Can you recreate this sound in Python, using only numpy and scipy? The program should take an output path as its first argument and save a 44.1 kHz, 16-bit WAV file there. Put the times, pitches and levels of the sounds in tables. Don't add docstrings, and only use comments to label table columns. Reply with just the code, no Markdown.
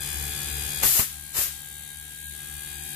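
import sys
import numpy as np
from scipy import signal
from scipy.fft import rfft, irfft
from scipy.io import wavfile
from scipy.ndimage import uniform_filter1d

SR = 44100
rng = np.random.default_rng(int(sys.argv[2]) if len(sys.argv) > 2 else 0)


def pcm_store(signal):
    levels = np.round(np.clip(np.atleast_2d(signal), -1, 1) * 32767)
    wavfile.write(sys.argv[1], SR, levels.astype(np.int16).T)


def linear_from_db(decibels):
    return 10 ** (np.asarray(decibels, float) / 20)


N = 130095
T = np.arange(N) / SR

# time_s, speed_turns_per_s
SHAFT_SPEED = [(0, 72.86), (.8, 73.17), (1.45, 73.45), (2.0, 73.85), (2.95, 74.15)]
# order (multiple of shaft speed), level_db, lag_turns (behind the valve)
SHAFT_ORDERS = [(1, -41, 0.3), (2, -46.5, 0.65), (3, -59, 0.19), (4, -61, 0.012), (5, -66, 0.28),
                (10, -66, 0), (11, -61, 0.054), (15, -64.5, 0.032)]
# pitch_hz, level_db
BENCH_BUZZ = [(140.04, -52), (210.06, -68), (280.08, -69), (350, -57), (770, -58), (1540.4, -59),
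              (1610.5, -61)]
# pitch_hz, level_db
LOOSE_PARTS = [(56.5, -54), (96.9, -60)]
# time_s, gain_db, buzz_db
GAIN_AND_BUZZ = [(0, -1, -3.5), (.2, -1, 1.5), (.82, -0.5, -1), (.86, -9, 14.5), (1.05, -9, -10.5),
                 (1.3, -10, -6.5), (1.4, -10, -6.5), (1.55, -10, -2.5), (2.1, -10.5, -16.5),
                 (2.35, -8.5, -1), (2.65, -7.5, -1), (2.95, -5.5, 3)]
# time_s, level_db
WHINE_LEVEL = [(0, -48), (.8, -62), (1.2, -45), (1.7, -42), (2.3, -39.5), (2.95, -45.5)]
# delay_turns, level_db, fade_s
KNOCKS = [
    (-.04, 0, .0007),
    (.24, -11, .0016),
    (0, -12, .006),
]
# pitch_hz, level_db
KNOCK_COLOUR = [(300, -14.5), (4000, -12), (5800, -15), (7000, -1.5), (9300, -3), (10600, -1.5),
                (15000, -0.5)]
# pitch_hz, level_db
RUB_COLOUR = [(300, -6), (4000, -4), (7000, -8), (15000, -7)]
# pitch_hz, level_db
GAS_COLOUR = [(300, -6), (3000, -3), (6000, -6), (7500, -13), (15000, -11)]
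# pitch_hz, level_db
SHELL_OPEN = [(420, -8), (650, -18.5), (1250, -18.5), (2000, -15.5), (4200, -11), (5600, -9.5),
              (7000, -7.5), (15000, -11.5)]
SHELL_PLUGGED = [(420, -18.5), (650, -25), (1300, -21), (2000, -15), (4200, -18), (5300, -18.5),
                 (7500, -15), (15000, -16)]
# pitch_hz, width_hz, level_db
RINGS_OPEN = [(1680, 370, 8.5), (2424, 150, 6), (3430, 380, 8.5), (4790, 115, 8), (5160, 200, -10),
              (6050, 230, -7), (6570, 150, 6.5), (8200, 123, 8), (8770, 140, 6), (10310, 350, 7.5),
              (11030, 195, 5.5), (12130, 390, 6.5), (12850, 510, -1.5), (13700, 360, -1)]
RINGS_PLUGGED = [(2390, 81, 4), (3240, 150, 9.3), (3742, 72, 11.8), (4400, 320, 6.2), (6660, 790, 6),
                 (8070, 180, 9.8), (8850, 180, 9.8), (10570, 270, 3.5), (10390, 750, 5.7),
                 (11040, 160, 9.1), (11720, 95, 6.1), (12270, 120, 7.3), (12650, 120, 5), (14300, 230, 6.1)]
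# multiple (of drive pitch), level_db
TUBE_HARMONICS = [(24, -53), (25, -62), (35, -53), (36, -55), (47, -58), (48, -60), (50, -62), (69, -56),
                  (70, -64)]
# time_s, level_db
TUBE_LEVEL = [(0, -1.5), (.3, -1.5), (.55, 0.5), (.82, 1), (.9, -35), (2.2, -23), (2.6, -1), (2.95, -0.5)]
# time_s, hiss_db, gust_db (gust on the microphone)
FIRST_SPIT = [(0.81, -50, -56), (0.834, -23.5, -31), (0.864, -23, -39), (0.932, -25, -56),
              (0.948, -25, -42), (0.996, -24, -43), (1.03, -28, -49.5), (1.075, -36.5, -69),
              (1.17, -46, -73)]
SECOND_SPIT = [(1.325, -54, -77), (1.342, -35.5, -51), (1.37, -28.5, -41.5), (1.39, -26, -41.5),
               (1.42, -27, -44.5), (1.441, -28, -52.5), (1.495, -36, -58.5), (1.55, -41.5, -81),
               (1.64, -57, -84)]
# pitch_hz, level_db
HISS_COLOUR = [(300, -57), (900, -25.5), (1500, -17.5), (5900, -11), (7200, -6.5), (9000, -9),
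               (12100, -1.5), (15000, -5)]
GUST_COLOUR = [(25, -2), (50, 0.5), (210, -5), (1110, -5.5), (2690, -6), (5000, -11.5), (9000, -37)]
# start_s, push_db, puff_db
THUMPS = [
    (.854, -24, -40),
    (0.9953, -20.5, -27),
    (1.387, -32, -37),
]
# pitch_hz, level_db
RUMBLE_COLOUR = [(15, -39), (25, -10.5), (64, -1.5), (147, -8), (252, -11.5), (355, -16), (657, -29.5),
                 (763, -12.5), (900, -15.5), (1170, -37.5), (1980, -120)]
# pitch_hz, lean_db
MACHINE_LEAN = [(60, 11.5), (180, 2.5), (550, 4), (1650, 5.5), (4970, 3), (15000, 11.5)]
AIR_LEAN = [(60, -0.5), (240, 8), (950, 7), (3770, 5), (15000, 6)]
NO_LEAN = [(1, 0), (2, 0)]
# pitch_hz, likeness (0 to 1)
LIKENESS = [(60, 0.82), (240, 0.43), (950, 0.2), (3770, 0.15), (15000, 0.27)]
# pitch_hz, share (0 to 1)
DROPOUTS = [(300, 0), (550, .26), (780, .05), (1200, .2), (1600, .03), (4000, .07), (5200, .3), (6600, 0)]

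START_TURN, TYPICAL_TURNS_PER_S = 0.59, SHAFT_SPEED[2][1]
DRIVE_HZ = 70.02


def curve(table, count=1):
    rows = np.array(table, float)
    return np.interp(T, rows[:, 0], rows[:, count])


def read(points, hz):
    f, value = np.transpose(points)
    return np.interp(np.log(hz + 1), np.log(f + 1), value)


def evened(x):
    return x / np.sqrt(np.mean(x ** 2) + 1e-20)


def tone(hz, turn=0):
    return np.cos(2 * np.pi * (hz * T + turn))


def sides(left_db, right_db):
    return linear_from_db(np.array([[left_db], [right_db]]))


def colour(x, points, rings=(), lean=MACHINE_LEAN):
    hz = np.fft.rfftfreq(x.shape[-1], 1 / SR)
    gain = linear_from_db(read(points, hz)) * (hz > points[0][0])
    for f, width, db in rings:
        gain = gain * (1 + (linear_from_db(min(db, 11)) - 1) / (1 + 2j * (hz - f) / width))
    half = read(lean, hz) / 2
    return irfft(rfft(x) * gain * linear_from_db(np.array([half, -half])), x.shape[-1])


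def flat(x):
    z = rfft(x)
    lumps = np.sqrt(uniform_filter1d(abs(z) ** 2, size=9, axis=-1))
    return irfft(z / lumps, x.shape[-1]) * np.linalg.norm(x, axis=-1, keepdims=True)


def noise(alike=True):
    a, b = rfft(rng.standard_normal((2, N)))
    c = np.clip(read(LIKENESS, np.fft.rfftfreq(N, 1 / SR)), 0, 1) * alike
    return irfft(np.array([a, c * a + np.sqrt(1 - c ** 2) * b]), N)


def turns():
    return START_TURN + np.cumsum(curve(SHAFT_SPEED)) / SR


def hum():
    angle = turns()
    held = np.clip((T - 0.7) / 0.028, 0, 1)
    orders = [linear_from_db(db) * np.cos(2 * np.pi * (k * angle - lag)) for k, db, lag in SHAFT_ORDERS]
    orders[0] = orders[0] * linear_from_db(-6 * held)
    loose = linear_from_db(-24 * held) * sum(linear_from_db(db) * tone(hz) for hz, db in LOOSE_PARTS)
    drive = linear_from_db(-45) * tone(DRIVE_HZ, -0.05)
    mains = linear_from_db(-61.5) * tone(195.5)
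    buzz = sum(linear_from_db(db) * tone(hz, -0.1) for hz, db in BENCH_BUZZ)
    buzz = linear_from_db(curve(GAIN_AND_BUZZ, count=2)) * buzz
    return np.sqrt(2) * (sum(orders) + loose + drive + mains + buzz) * sides(2.2, -2.8)


def whine():
    angle = turns()
    wander = evened(uniform_filter1d(rng.standard_normal((2, N)), 900))
    flutter = 1 + 0.27 * wander + 0.22 * np.cos(2 * np.pi * angle)
    carrier = np.cos(2 * np.pi * (22 * angle - np.array([[0], [0.2]])))
    return np.sqrt(2) * linear_from_db(curve(WHINE_LEVEL)) * flutter * carrier * sides(1.8, -1.8)


def knocking(after_s):
    rise_s = 0.0006
    total = 0
    for turn, db, fade_s in KNOCKS:
        u = after_s - (turn + 0.06) / TYPICAL_TURNS_PER_S
        total = total + linear_from_db(db) * np.clip(u / rise_s, 0, 1) * np.exp(-np.maximum(u - rise_s, 0) / fade_s)
    return total


def clatter():
    angle = turns()
    at = np.interp(np.arange(1, int(angle[-1])), angle, np.arange(N))
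    idx = np.clip(at.astype(int)[:, None] + np.arange(-16, 17), 0, N - 1)
    offset = idx - at[:, None]
    pulse = np.sinc(offset) * np.cos(np.pi * offset / 36) ** 2
    share = rng.standard_normal((len(at), 6))
    share = uniform_filter1d(share, int(TYPICAL_TURNS_PER_S / 4), axis=0)
    share = share / np.linalg.norm(share, axis=1, keepdims=True)
    out, shape = np.zeros((2, N)), np.sqrt(knocking(np.arange(1200) / SR))
    for k in range(6):
        train = np.bincount(idx.ravel(), (pulse * share[:, k:k + 1]).ravel(), N)
        knock, rub = rng.standard_normal((2, 2, 1200))
        knock = colour(shape * flat(shape * knock) * 2, KNOCK_COLOUR, lean=NO_LEAN)
        rub = np.hanning(1200) * colour(rub, RUB_COLOUR, lean=NO_LEAN)
        out += signal.fftconvolve(train[None], knock + rub, axes=1)[:, :N]
    return evened(out)


def gas():
    burst = 2.07 * knocking(turns() % 1 / curve(SHAFT_SPEED))
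    steady = colour(noise(), GAS_COLOUR, lean=NO_LEAN)
    return steady + colour(burst * noise(), KNOCK_COLOUR, lean=NO_LEAN)


def valve():
    drive = linear_from_db(-37.5) * clatter() + linear_from_db(-38.5) * gas()
    plugged = np.clip((T - 0.85) / 0.15, 0, 1)
    before = evened(colour(drive, SHELL_OPEN, RINGS_OPEN))
    after = linear_from_db(0.2) * evened(colour(drive, SHELL_PLUGGED, RINGS_PLUGGED))
    return np.sqrt(np.mean(drive ** 2)) * ((1 - plugged) * before + plugged * after)


def singing_tube():
    phase = rng.random((len(TUBE_HARMONICS), 2, 1))
    lines = sum(linear_from_db(db) * tone(k * DRIVE_HZ, u) for (k, db), u in zip(TUBE_HARMONICS, phase))
    return 2 * linear_from_db(curve(TUBE_LEVEL)) * lines * sides(2.0, -2.0)


def spits():
    grain = linear_from_db(evened(uniform_filter1d(rng.standard_normal(N), 60)))
    hiss = evened(colour(noise(False), HISS_COLOUR, lean=AIR_LEAN) * grain)
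    low = uniform_filter1d(hiss, size=5)
    gust = evened(colour(noise(False), GUST_COLOUR, lean=AIR_LEAN))
    out = 0
    for table in (FIRST_SPIT, SECOND_SPIT):
        start_s, end_s = table[0][0], table[-1][0]
        on = np.clip(np.minimum(T - start_s, end_s - T) / 0.0031, 0, 1)
        hiss_db = curve(table)
        treble = linear_from_db(0.32 * np.minimum(hiss_db + 23.5, 0))
        jet = linear_from_db(hiss_db + 8.0) * (low + treble * (hiss - low))
        out = out + on * (jet + linear_from_db(curve(table, count=2) + 6.5) * gust)
    return out


def thumps():
    push_hz, drop_hz, push_fade_s, puff_fade_s = 64.3, 122, 0.0053, 0.018
    air = evened(colour(noise(), GUST_COLOUR, lean=AIR_LEAN))
    out = np.zeros((2, N))
    for start_s, push_db, puff_db in THUMPS:
        u = np.maximum(T - start_s - 0.0017 * np.array([[0], [1]]), 0)
        angle = push_hz * u + drop_hz * 0.0019 * (1 - np.exp(-u / 0.0011))
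        push = linear_from_db(push_db) * np.sin(2 * np.pi * angle) * np.exp(-u / push_fade_s)
        swell = np.clip((T - start_s) / 0.0055 + 1, 0, 1) * np.exp(-u / puff_fade_s)
        out += push * sides(3.0, -4.0) + linear_from_db(puff_db) * swell * air
    return out


def rumble():
    return linear_from_db(-46.5) * evened(colour(noise(), RUMBLE_COLOUR))


def scene():
    machine = hum() + whine() + linear_from_db(7.5) * valve() + singing_tube() + rumble()
    return linear_from_db(curve(GAIN_AND_BUZZ)) * machine + spits() + thumps()


def drop_weak_patches(x):
    hz, _, z = signal.stft(x, SR, nperseg=2048, noverlap=1536)
    power = (abs(z) ** 2).sum(0)
    fine, broad = [uniform_filter1d(uniform_filter1d(power, size=n, axis=0), size=2, axis=1)
                   for n in (5, 11)]
    usual = np.sqrt(uniform_filter1d(power, 61, axis=0) * power[:300].sum(0))
    strength = np.where(hz[:, None] < 2000, fine, broad) / usual
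    rank = np.argsort(np.argsort(strength, axis=1), axis=1) / power.shape[1]
    weak = rank < read(DROPOUTS, hz)[:, None]
    return signal.istft(z * linear_from_db(-30 * weak), SR, nperseg=2048, noverlap=1536)[1][:, :N]


def top_cut(x):
    return signal.sosfilt(signal.butter(12, 15840, fs=SR, output="sos"), x)


def record(dry):
    hz = np.fft.rfftfreq(N, 1 / SR)
    edge_db = -110 * np.maximum(hz - 14520, 0) / 1000
    mix = drop_weak_patches(irfft(rfft(dry) * linear_from_db(edge_db), N))
    return top_cut(mix)


dry = scene()
out = record(dry)
pcm_store(out)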